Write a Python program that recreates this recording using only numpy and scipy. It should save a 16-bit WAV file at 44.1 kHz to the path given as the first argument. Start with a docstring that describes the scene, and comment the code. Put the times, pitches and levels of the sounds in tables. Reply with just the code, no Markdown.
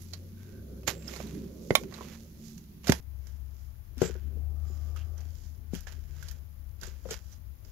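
"""A small steel shovel works wet soil among dead leaves. At first it is heard from close above, over
distant engines, far traffic and the hiss of a microphone pair: grit crunches on the dragging blade,
the ground thuds, and at two hard stabs a stone sets the steel ringing. From 3 s on it is heard from a
few steps aside, where the blade sounds hollow. It stabs again at 4 s as the low engine hum swells, then
levers and tips the soil with lighter scrapes and thuds while the hum fades."""
import sys
import numpy as np
from scipy import signal
from scipy.fft import rfft, irfft, next_fast_len
from scipy.io import wavfile
from scipy.ndimage import uniform_filter1d

SR = 44100
rng = np.random.default_rng(int(sys.argv[2]) if len(sys.argv) > 2 else 0)


def master_out(mix):
    """Clip the mix to full scale and print it as 16-bit PCM to the path in sys.argv[1]."""
    frames = np.transpose(np.atleast_2d(mix))
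    ceiling = np.clip(frames, -1, 1)
    pcm = np.round(ceiling * 32767).astype(np.int16)
    wavfile.write(sys.argv[1], SR, pcm)


N = 340268
MOVE_S = 3.002  # the microphones jump from the first place to the second
# Spectrum of grit on steel. Each row: frequency in Hz, spectral density in dB.
GRIT_SPECTRUM = [(290, -17.5), (500, -4.5), (728, -9.5), (841, -10.5), (1570, -10), (1860, -8.5),
                 (2000, -8), (3180, -10.5), (6740, -5), (8610, -20.5), (12900, -11), (14900, -19.5),
                 (15800, -32.5)]


def crunches():
    """Brittle fracture: crushed grit gives a snap and a cloud of grains, coloured by a blade resonance."""
    # Each row: start in seconds, level in dB, pan in dB, resonance in Hz, tilt in dB per octave,
    # resonance boost in dB.
    bursts = [(0.0184, -41, -23, 11200, 5.5, 3), (0.134, -26, -17.5, 4300, -1, 17.5),
              (0.832, -48.5, -21, 2700, -3, 12), (0.876, -17.5, -24, 7000, -3, 18),
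              (1.022, -45, -20, 2580, 1, 16), (1.0783, -31, -23, 5200, 1, 23),
              (1.089, -44, -21, 1420, 0, 17), (1.1358, -33, -22, 1990, -2, 4),
              (1.1604, -29, -12, 4380, -5, 8), (1.2017, -24.5, -14, 2410, -8, 11),
              (1.272, -48, -12, 3880, -4, 26), (1.7058, -6, -17, 2000, -8, 13),
              (1.7525, -6, -16, 3300, -3, 11), (1.8348, -36.5, -24, 1053, -4.5, -1),
              (1.924, -26.5, -15, 1990, -8, -7), (1.9397, -31.5, -23, 4160, -3.5, 13.5),
              (1.9847, -28, -13, 1130, -11, 19), (2.008, -22.5, -11, 1057, -8.5, 12),
              (2.0415, -42, -12, 1120, -8.5, 17), (2.578, -43.5, -29, 6530, 1, 3),
              (2.834, -46, -26, 3000, -1, 8), (2.8425, -35, -28, 3134, -2, 12),
              (2.8698, -25.5, -15, 1510, 0, 10), (2.8789, -20, -22, 4800, -4, 9),
              (2.8935, -4, -8.5, 800, -8, 6), (2.9204, -9, -13, 2100, -2, 8),
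              (3.27, -45.5, -20, 6900, 1.5, 5), (3.9783, -38, 7, 6650, 3, -9),
              (4.0172, -23.5, 17, 1401, 0, 12.5), (4.153, -24.5, -15, 1533, -10, 11),
              (4.962, -33, -12, 1313, 4.5, 43), (5.179, -47, -23, 6020, 4.5, 14),
              (5.2044, -47, -18, 6020, 0, 6), (5.7362, -38, -3, 1021, 7, 5),
              (5.7503, -30.5, -8, 3100, 8, 25), (5.8054, -42, -23, 5844, 8, 1),
              (5.87, -34, -13, 1700, -3.5, 19), (5.9222, -41.5, -23, 6783, -0.5, -2),
              (6.2266, -36, -22, 1513, 2.8, 27), (6.284, -34, -13, 5000, 1.5, 9),
              (6.3116, -38.5, -22.5, 1741, 9, 29), (6.8124, -38, -17.5, 5030, 5, 14),
              (6.833, -32.5, -16, 1530, 0, 8), (6.8671, -38, -13, 7150, 4, 12),
              (7.053, -17.5, 21, 1360, -11, -13), (7.0887, -17.5, -2, 7300, -10.5, 24),
              (7.1069, -23, 2, 7250, 1, 4), (7.329, -46, -12, 5970, -4, 23),
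              (7.6468, -50, -17, 5090, -1, 11)]
    out, t = np.zeros((2, N)), np.arange(8192) / SR
    drives = grit_drive((len(bursts), len(t)), per_s=8600, spread_db=0, hiss=0.28)
    for drive, (s, db, pan_db, note_hz, tilt, note_db) in zip(drives, bursts):
        def spectrum_db(hz):
            note = resonance(hz, note_hz, .1 * note_hz, note_db)
            return read(GRIT_SPECTRUM, hz) + tilt * np.log2((hz + 50) / 3000) + note
        t60 = np.interp(db, [-14, -10], [.0423, .0223])  # the hardest bursts end soonest
        envelope = (1 - np.exp(-t / 0.00063)) * gain_of(-60 * t / t60)
        snap = 1.6 * (np.arange(len(t)) == envelope.argmax())
        grains = unit_rms(coloured(drive - snap, spectrum_db))
        add(out, s, gain_of(db - 9) * grains * envelope / envelope.max(), pan_db)
    return out


def thuds():
    """Impact: a push starts as suction and slows as the soil gives, while shovel and ground ring."""
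    # Each row: start in seconds, level in dB, push frequency in Hz, its t60 in seconds,
    # relative levels of body ring and deep thump in dB.
    impacts = [(0.8793, -26, 300, 0.03, -2.5, -3), (1.1612, -31, 377, 0.024, -15, -16),
               (1.197, -34, 352, 0.048, -9, -14), (1.7066, -4, 440, 0.012, -15, -18),
               (2.01, -32, 204, 0.017, -2.2, -10.5), (2.873, -33, 200, .027, -14, -7),
               (2.8947, -3, 155, 0.022, -15, -12), (3.972, -36, 250, 0.06, -6, -12),
               (4.0172, -10.5, 387, 0.033, -6, -10.5), (4.03, -19, 430, 0.03, -9, -18),
               (4.052, -25, 420, 0.04, -9, -18), (4.082, -31, 400, 0.04, -6, -18),
               (4.097, -26, 400, 0.045, -6, -18), (4.155, -35, 380, 0.04, -6, -18),
               (4.369, -39, 427, 0.04, -12, -16), (4.699, -40, 363, 0.03, 1.5, -14),
               (5.7343, -23, 165, 0.06, -4, -7), (6.822, -42, 437.8, .02, 6, -12.5),
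               (6.875, -35, 360, 0.022, -6, -17), (7.056, -29, 520, 0.04, -9, -16),
               (7.11, -28, 430, 0.05, -6.5, -15)]
    # Modes of shovel and soil. Each row: frequency in Hz, level in dB, nominal t60 in seconds.
    body_modes = [(155, 1.5, 0.058), (179.8, 1, 0.18), (295, 3.5, 0.063), (379.2, 1, 0.1), (447, -2, 0.021),
                  (650, -11.5, 0.012)]
    out, t = np.zeros((2, N)), np.arange(SR // 4) / SR
    body, thump = ringing(body_modes, t60_scale=0.92), ringing([(104, 0, 0.064)], t60_scale=0.83)
    for s, db, hz, t60, ring_db, thump_db in impacts:
        rise_s = np.interp(db, [-30, -20.5], [.003, .0006])  # faint thuds swell, hard ones start at once
        attack = 1 - np.exp(-t / rise_s)
        extra_turns = .18 * (600 / hz - 1)  # the slower the push, the more it hurries at the start
        turns = hz * t + extra_turns * (1 - np.exp(-t / 0.0012))
        push = np.sin(2 * np.pi * turns) * gain_of(-60 * t / t60)
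        thud = gain_of(thump_db) * thump - push - gain_of(ring_db) * body
        add(out, s, gain_of(db) * attack * thud, pan_db=15 if s > MOVE_S else -2.4)
    return out


def clinks():
    """Modal excitation: a stone skids over bare steel for a few milliseconds and rings its modes."""
    # Each row: time in seconds, level in dB, pan in dB, factor on t60.
    strikes = [(1.753, -4.5, -9.5, 0.87), (2.9209, -15.5, -2, 0.34)]
    # Mode frequencies of the blade in Hz.
    steel_hz = [660, 1080, 1870, 2067, 2300, 3250, 3400, 4177, 4985, 5819, 6400, 7100, 10610, 11190, 12850,
                13600]
    # The same modes. Each row: level in dB, nominal t60 in seconds.
    steel_decays = [(-6, .012), (-1, .012), (-9, .015), (-5, .028), (-2, .01), (-3, .012), (-3, .012),
                    (-20, .07), (-18, .04), (-11, .03), (-12, .015), (-15, .02), (-9, .044), (-28, .12),
                    (-16, .03), (-9, .012)]
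    modes = np.column_stack([steel_hz, steel_decays])
    out, t = np.zeros((2, N)), np.arange(400) / SR
    skids = rng.standard_normal((len(strikes), len(t))) * t * np.exp(-t / 0.0011)
    for skid, (s, db, pan_db, t60_scale) in zip(skids, strikes):
        ring = signal.oaconvolve(ringing(modes, t60_scale), skid)
        add(out, s - .0007, gain_of(db) * ring / abs(ring).max(), pan_db)
    return out


def taps():
    """Impulse response: a pebble on the blade excites a hollow note, one overtone and a click."""
    # Each row: start in seconds, level in dB, note in Hz.
    pebbles = [(1.078, -44, 4900), (1.0897, -41, 1420), (1.162, -39, 4300), (1.2724, -42, 4040),
               (1.924, -43, 1970), (2.0084, -49, 1060), (2.579, -46, 6700), (4.961, -61.5, 1286),
               (5.7501, -39, 3150), (5.87, -48, 1750), (6.2253, -46, 1500), (6.2845, -49, 5084),
               (6.8323, -38, 1573), (7.326, -47, 6060)]
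    out = np.zeros((2, N))
    for s, db, hz in pebbles:
        tap = ringing([(hz, 0, .024), (2.3 * hz, -6, .012), (6500, -4, .003)])
        add(out, s, gain_of(db) * tap, pan_db=-32)
    return out


def scrape():
    """Stick-slip friction: the dragged blade makes surging noise, dull in soil and bright in leaves."""
    # Blade resonances heard from the side. Each row: frequency in Hz, boost in dB.
    hollow_notes = [(1550, 8), (3150, 5), (5000, 6), (5950, 4), (7050, 6)]
    # One row for each place: pan of the soil in dB, pan of the leaves in dB.
    pans = [(-11.5, -22), (-9.5, -40)]
    aside = np.arange(N) >= MOVE_S * SR
    soil_pan, leaves_pan = np.transpose(pans)[:, aside.astype(int)]
    soil_level, leaves_level = drag_levels()
    drive = grit_drive((2, N), per_s=2400, spread_db=2.8, hiss=.75)
    drive[0] = .5 * drive[1] + .87 * drive[0]  # the microphones hear partly the same grains
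    drive = np.pad(drive, ((0, 0), (0, next_fast_len(N) - N)))
    grit = coloured(drive, lambda hz: read(GRIT_SPECTRUM, hz))
    hollow = coloured(grit, lambda hz: sum(resonance(hz, f, 220, db) for f, db in hollow_notes) - 3)
    grit = np.where(aside, hollow[:, :N], grit[:, :N])
    soil, leaves = (filtered(grit, kind, hz=3500, order=3) for kind in ("low", "high"))
    soil = sides(soil_pan) * soil_level * soil / np.std(soil[1])
    leaves = sides(leaves_pan) * leaves_level * leaves / np.std(leaves[1])
    surge = gain_of(0.43 * wander(rate_hz=60))
    return surge * (soil + leaves)


def drag_levels():
    """Incoherent addition: drags and a steady rustle sum in power, giving soil and leaf amplitudes."""
    # Each row: time of full strength, rise, hold and fall in seconds, then levels of wet soil and of
    # dry crumbs and leaves in dB.
    strokes = [(0.001, 0.009, .02, 0.58, -70.5, -60.5), (0.13, .012, .002, 0.15, -60.5, -69),
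               (0.399, 0.15, .12, 0.27, -70, -71), (0.828, 1, .03, 0.024, -85, -70),
               (.878, 0.01, .002, 0.054, -26.5, -29), (0.932, .03, .002, 0.15, -54.5, -57.5),
               (1.03, 0.12, .03, 0.052, -65, -69), (1.094, 0.1, .06, 0.51, -50.5, -51),
               (1.809, 0.54, .002, 0.085, -77, -54), (1.946, 0.18, .2, 0.1, -56, -59),
               (2.172, .03, .002, 0.75, -73, -63.5), (2.459, 0.16, .002, .35, -68.5, -56),
               (2.885, 0.037, 0.013, 0.09, -37, -38.5), (2.932, .03, .002, 0.16, -48.5, -49),
               (3.274, 0.11, .002, 0.19, -66, -65.5), (3.596, 0.33, .002, 0.41, -76.5, -70),
               (4.024, 0.057, .02, 0.13, -42.5, -45.5), (4.135, 0.14, .002, 0.54, -64.5, -74),
               (4.674, 0.19, .24, .1, -70.5, -69), (4.969, 0.033, .002, 0.16, -55, -61),
               (5.181, 0.035, .002, 0.31, -63, -81), (5.45, 0.91, .002, 0.23, -73, -64),
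               (5.754, 0.059, .002, 0.16, -52, -52.5), (5.872, 0.009, .002, 0.18, -52, -56.5),
               (6.237, 0.41, .08, 0.16, -60.5, -61), (6.825, 0.041, .04, 0.17, -53, -55),
               (7.077, 0.32, .002, 0.048, -69, -65.5), (7.122, 0.056, .002, 0.089, -41.5, -43),
               (7.342, 0.45, .002, 0.075, -69.5, -62.5), (7.646, 0.018, .07, 0.07, -73, -70)]
    swing_db, rustle_db = 30, (-86, -79.5)  # span of a rise or fall; soil and leaves between drags
    t, power = np.arange(0, N, 16) / SR, 0
    for s, rise, hold, fall, *db in strokes:
        before, after = np.maximum(s - t, 0) / rise, np.maximum(t - s - hold, 0) / fall
        same_place = (t < MOVE_S) == (s < MOVE_S)
        envelope = gain_of(-swing_db * (before + after)) * same_place
        power = power + (gain_of(db)[:, None] * envelope) ** 2
    levels = np.sqrt(power + gain_of(rustle_db)[:, None] ** 2)
    return [np.interp(np.arange(N) / SR, t, row) for row in levels]


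def grit_drive(shape, per_s, spread_db, hiss):
    """Shot noise: grains of unequal size strike at random instants over a fine hiss."""
    size = gain_of(spread_db * np.minimum(rng.exponential(1, shape), 5))
    struck = rng.random(shape) < per_s / SR
    return unit_rms(size * struck * rng.standard_normal(shape)) + hiss * rng.standard_normal(shape)


def scattered_tail(x, t60=0.11):
    """Scattering: ground, leaves and trunks return a short dull tail, different at each microphone."""
    t = np.arange(SR // 4) / SR
    tail = rng.standard_normal((2, len(t))) * gain_of(-60 * t / t60) * (t > .003)
    tail = coloured(tail[:, :-1], lambda hz: -2.5 * np.log2(hz / 2000 + 0.21))
    return signal.oaconvolve(x, tail / np.linalg.norm(tail[0]), axes=1)[:, :N]


def engines():
    """Periodic firing: a distant engine gives a harmonic tone that wavers on its way through the air."""
    # Two distant engines: a brief higher hum at the start, and a low hum heard from the first place,
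    # then from the second. Each row: time in seconds, firing rate in Hz, level in dB.
    higher_hum = [(0.0, 87.8, -47.5), (0.122, 88.3, -43.5), (0.706, 101.1, -53.5), (0.876, 100, -54.5),
                  (1.05, 100, -53.5)]
    low_hum_first_place = [(0.5, 75.5, -55), (0.68, 65.3, -47), (1.4, 65.65, -46), (1.46, 69.4, -51),
                           (1.81, 64.54, -52.5), (2.2, 75.3, -54.5), (2.74, 65.45, -61),
                           (2.922, 69.7, -36.5), (3.0, 67.3, -48)]
    low_hum_second_place = [(3.0, 68.17, -44), (3.64, 68.1, -44.5), (3.85, 69.4, -50), (4.14, 69.6, -38),
                            (4.43, 73.3, -35.5), (4.84, 74.62, -35.5), (5.1, 77.06, -39),
                            (5.311, 77.9, -42), (5.49, 75.57, -44), (6.29, 74.6, -48), (6.461, 72.33, -47),
                            (6.96, 69.4, -48), (7.16, 66.7, -47), (7.53, 65.9, -59), (7.71, 66, -66)]
    # Each row: multiple of the firing rate, relative level in dB.
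    harmonics = [(1, 0), (2, -30), (3, -34.5), (4, -37)]
    # The hum dips briefly. Each row: time in seconds, width in seconds, change in dB.
    dips = [(3.59, 0.019, -10), (5.41, 0.033, -12)]
    out, t = np.zeros((2, N)), np.arange(N) / SR
    dip_db = sum(db * np.exp(-((t - s) / width) ** 2) for s, width, db in dips)
    for course, pan_db in ((higher_hum, 3.1), (low_hum_first_place, 0.1), (low_hum_second_place, 19)):
        hz, db = curves(course)
        turns = np.cumsum(hz * (1 + .003 * wander(rate_hz=8))) / SR
        tone = sum(gain_of(harmonic_db + .8 * k * wander(rate_hz=6)) * np.sin(2 * np.pi * k * turns)
                   for k, harmonic_db in harmonics)
        sounding = uniform_filter1d(((t >= course[0][0]) & (t <= course[-1][0])) * 1., size=200)
        out += sides(pan_db)[:, None] * np.sqrt(2) * gain_of(db + dip_db) * tone * sounding
    return out


def noise_bands():
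    """Modulation: slow noise on a carrier makes narrow bands of hiss or hum that swell and fade."""
    # Each row: start and end in seconds, centre and width in Hz, pan in dB, level in dB.
    bands = [(.33, .66, 1550, 160, -14, -70), (.9, 1.12, 7400, 400, -16, -64),
             (4.012, 4.1, 7400, 600, -6, -48.5), (4.66, 4.78, 7000, 150, -14, -70),
             (4.45, 5.3, 1200, 200, -10, -73), (4.62, 5.05, 5100, 400, -14, -77),
             (0, .06, 11200, 200, -16, -65), (1.33, 1.38, 11200, 200, -16, -67),
             (1.715, 1.75, 11150, 200, -16, -62), (2.925, 3, 11200, 200, -14, -60),
             (0, 2.95, 222, 8, -2, -54), (.3, 2.95, 160, 10, -1, -57.5), (5.75, 6.65, 142, 5, 18, -60),
             (3.05, 6.2, 106, 10, 20, -57.5), (3.3, 7.5, 42, 10, 20, -52.5), (7.4, 7.7, 100, 6, 20, -57.5),
             (4.2, 5.4, 680, 300, 0, -69), (4.955, 5.04, 2900, 900, -8, -63)]
    out = np.zeros((2, N))
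    for start, end, hz, width, pan_db, db in bands:
        t = np.arange(round((end - start) * SR)) / SR
        pole = np.exp(-np.pi * width / SR)
        real, imag = rng.standard_normal((2, 3 * SR))[:, np.arange(len(t)) % (3 * SR)]
        slow = signal.lfilter([1], [1, -2 * pole, pole * pole], real + 1j * imag)
        band = unit_rms((slow * np.exp(2j * np.pi * hz * t)).real)
        add(out, start, gain_of(db) * band * signal.windows.tukey(len(t), .4), pan_db)
    return out


def air_and_traffic():
    """Superposition: far traffic swells over a steady floor of air noise and microphone hiss."""
    # Traffic, one list for each place. Each row: time in seconds, level in dB.
    traffic_swells = [
        [(0.0, -56), (0.69, -42.5), (1.85, -40), (2.19, -49), (2.84, -64.5), (3.0, -51)],
        [(3.0, -64), (3.83, -75.5), (4.06, -51.5), (5.61, -62), (5.9, -57.5), (6.34, -56.5), (6.57, -75),
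         (6.99, -59), (7.42, -72), (7.71, -60)],
    ]
    # Traffic, then the floor at each place. Each row: frequency in Hz, spectral density in dB.
    traffic_spectrum = [(59, -32), (100, -8.5), (214, -3.5), (290, -10.5), (389, -5), (462, -18),
                        (523, -11.5), (851, -40), (1500, -37), (1950, -62), (3300, -120)]
    air_spectra = [
        [(12, -46.5), (20, -9.5), (53, -5), (215, -3), (268, -16), (365, -13), (456, -27.5), (539, -33),
         (713, -33.5), (3500, -36), (6470, -37), (8310, -52.5), (9560, -36), (11600, -28.5), (15800, -30)],
        [(12, -51.5), (20, -14), (48, -17), (74, 7), (95, -12.5), (141, -20), (443, -37.5), (539, -35.5),
         (866, -38.5), (6650, -51), (8090, -67), (9300, -48), (12000, -37.5), (14500, -39), (15800, -37)],
    ]
    # Level of the floor at each place in dB.
    air_db = [-51.5, -49]
    traffic_db, = curves(np.concatenate(traffic_swells))
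    air = np.hstack([gain_of(air_db[k]) * noise_field(air_spectra[k], k, patchy_db=0.47) for k in (0, 1)])
    traffic = np.hstack([noise_field(traffic_spectrum, k, patchy_db=4.5) for k in (0, 1)])
    return air + gain_of(traffic_db - 6) * traffic


def noise_field(spectrum, place, patchy_db):
    """Partial coherence: noise with drifting patches is alike at both microphones mainly in the bass."""
    # One list for each place. Each row: frequency in Hz, pan in dB.
    pans = [
        [(60, -3), (110, 2.5), (200, -3.5), (380, -5.5), (700, -4.5), (1290, -0.5), (2380, 2.5), (4400, -9.5),
         (8120, -7), (15000, 9)],
        [(60, 21), (110, 35), (200, 24.5), (380, 0.5), (700, -2), (1290, -5.5), (2380, 3.5), (4400, 1),
         (8120, 4.5), (15000, 7.5)],
    ]
    # One list for each place. Each row: frequency in Hz, correlation of left and right.
    correlations = [
        [(60, 0.92), (180, 0.92), (550, 0.55), (1650, 0.0071), (4970, -0.36), (15000, -0.28)],
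        [(60, 1), (180, 0.84), (550, 0.17), (1650, -0.0054), (4970, -0.11), (15000, -0.017)],
    ]
    length = [round(MOVE_S * SR), N - round(MOVE_S * SR)][place]
    frames, hz = length // 512 + 5, np.fft.rfftfreq(2048, 1 / SR)
    left_re, left_im, other_re, other_im, patches = rng.standard_normal((frames, 1025, 5)).T
    patches = unit_rms(uniform_filter1d(uniform_filter1d(patches, size=20, axis=0), size=8, axis=1))
    alike = np.clip(read(correlations[place], hz), -1, 1)[:, None]
    left = left_re + 1j * left_im
    right = alike * left + np.sqrt(1 - alike ** 2) * (other_re + 1j * other_im)
    level = gain_of(read(spectrum, hz)[:, None] + patchy_db * patches)
    spectra = np.array([left, right]) * sides(read(pans[place], hz))[:, :, None] * level
    noise = signal.istft(spectra, nperseg=2048, noverlap=1536)[1][:, :length]
    return noise / np.std(noise.mean(0))


def ringing(modes, t60_scale=1):
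    """Free vibration: damped sines summed to peak one; each t60 is scaled, then lengthened by 2 ms."""
    t = np.arange(SR // 4) / SR
    x = sum(gain_of(db - 60 * t / (t60 * t60_scale + .002)) * np.sin(2 * np.pi * hz * t)
            for hz, db, t60 in modes)
    return x / abs(x).max()


def resonance(hz, centre_hz, half_width_hz, boost_db):
    """A bell-shaped resonance peak in dB."""
    return boost_db / (1 + ((hz - centre_hz) / half_width_hz) ** 2)


def wander(rate_hz):
    """Slow sines of random phase sum to a fluctuation of rms one."""
    t = np.arange(0, N, 64) / SR
    slow = sum(np.sin(2 * np.pi * (f * t + rng.random())) for f in np.geomspace(rate_hz / 8, rate_hz, 16))
    return np.interp(np.arange(N) / SR, t, unit_rms(slow))


def gain_of(db):
    return 10 ** (np.asarray(db) / 20)


def unit_rms(x):
    return x / np.sqrt(np.mean(x ** 2) + 1e-20)


def read(points, hz):
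    """Interpolation over log frequency."""
    f, value = np.transpose(points)
    return np.interp(np.log(hz + 1), np.log(f + 1), value)


def curves(rows):
    """Columns of a timed table at every sample."""
    s, *columns = np.transpose(rows)
    return [np.interp(np.arange(N) / SR, s, c) for c in columns]


def sides(pan_db):
    """Left and right gains whose mean is one; pan is left minus right level."""
    left = gain_of(pan_db)
    return np.array([2 * left / (1 + left), 2 / (1 + left)])


def add(mix, s, sound, pan_db):
    part = mix[:, round(s * SR):][:, :len(sound)]
    part += sides(pan_db)[:, None] * sound[:part.shape[1]]


def coloured(x, db_of_hz):
    hz = np.fft.rfftfreq(x.shape[-1], 1 / SR)
    return irfft(rfft(x) * gain_of(db_of_hz(hz)), x.shape[-1])


def filtered(x, kind, hz, order):
    return signal.sosfilt(signal.butter(order, hz, kind, fs=SR, output="sos"), x)


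def scene():
    """Superposition: the blows, their scattered tails, the scrape and the background add at the pair."""
    blows = crunches() + taps() + clinks()
    blows[0] = np.roll(blows[0], 5)  # the left microphone is farther away
    blows = filtered(blows, "high", hz=450, order=2) + thuds()  # grit and steel carry no bass
    blows = filtered(blows, "high", hz=65, order=2)  # nor does a small blade push the deepest bass
    hum = engines()
    first = np.arange(N) < MOVE_S * SR  # each place hears only its own tails
    tails = np.where(first, scattered_tail(blows * first), scattered_tail(blows * ~first))
    return blows + gain_of(-15) * tails + scrape() + hum + noise_bands() + air_and_traffic()


def record(dry):
    """Clipping caps the peaks, the far microphone is shaded in the treble, and the band is limited."""
    left, right = np.clip(dry, -.92, .92)
    left = signal.lfilter([.75], [1, -.25], left)
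    band_limit = signal.firwin(511, cutoff=15750, window=("kaiser", 9), fs=SR)
    return signal.oaconvolve(np.array([left, right]), band_limit[None], "same")


dry = scene()
out = record(dry)
master_out(out)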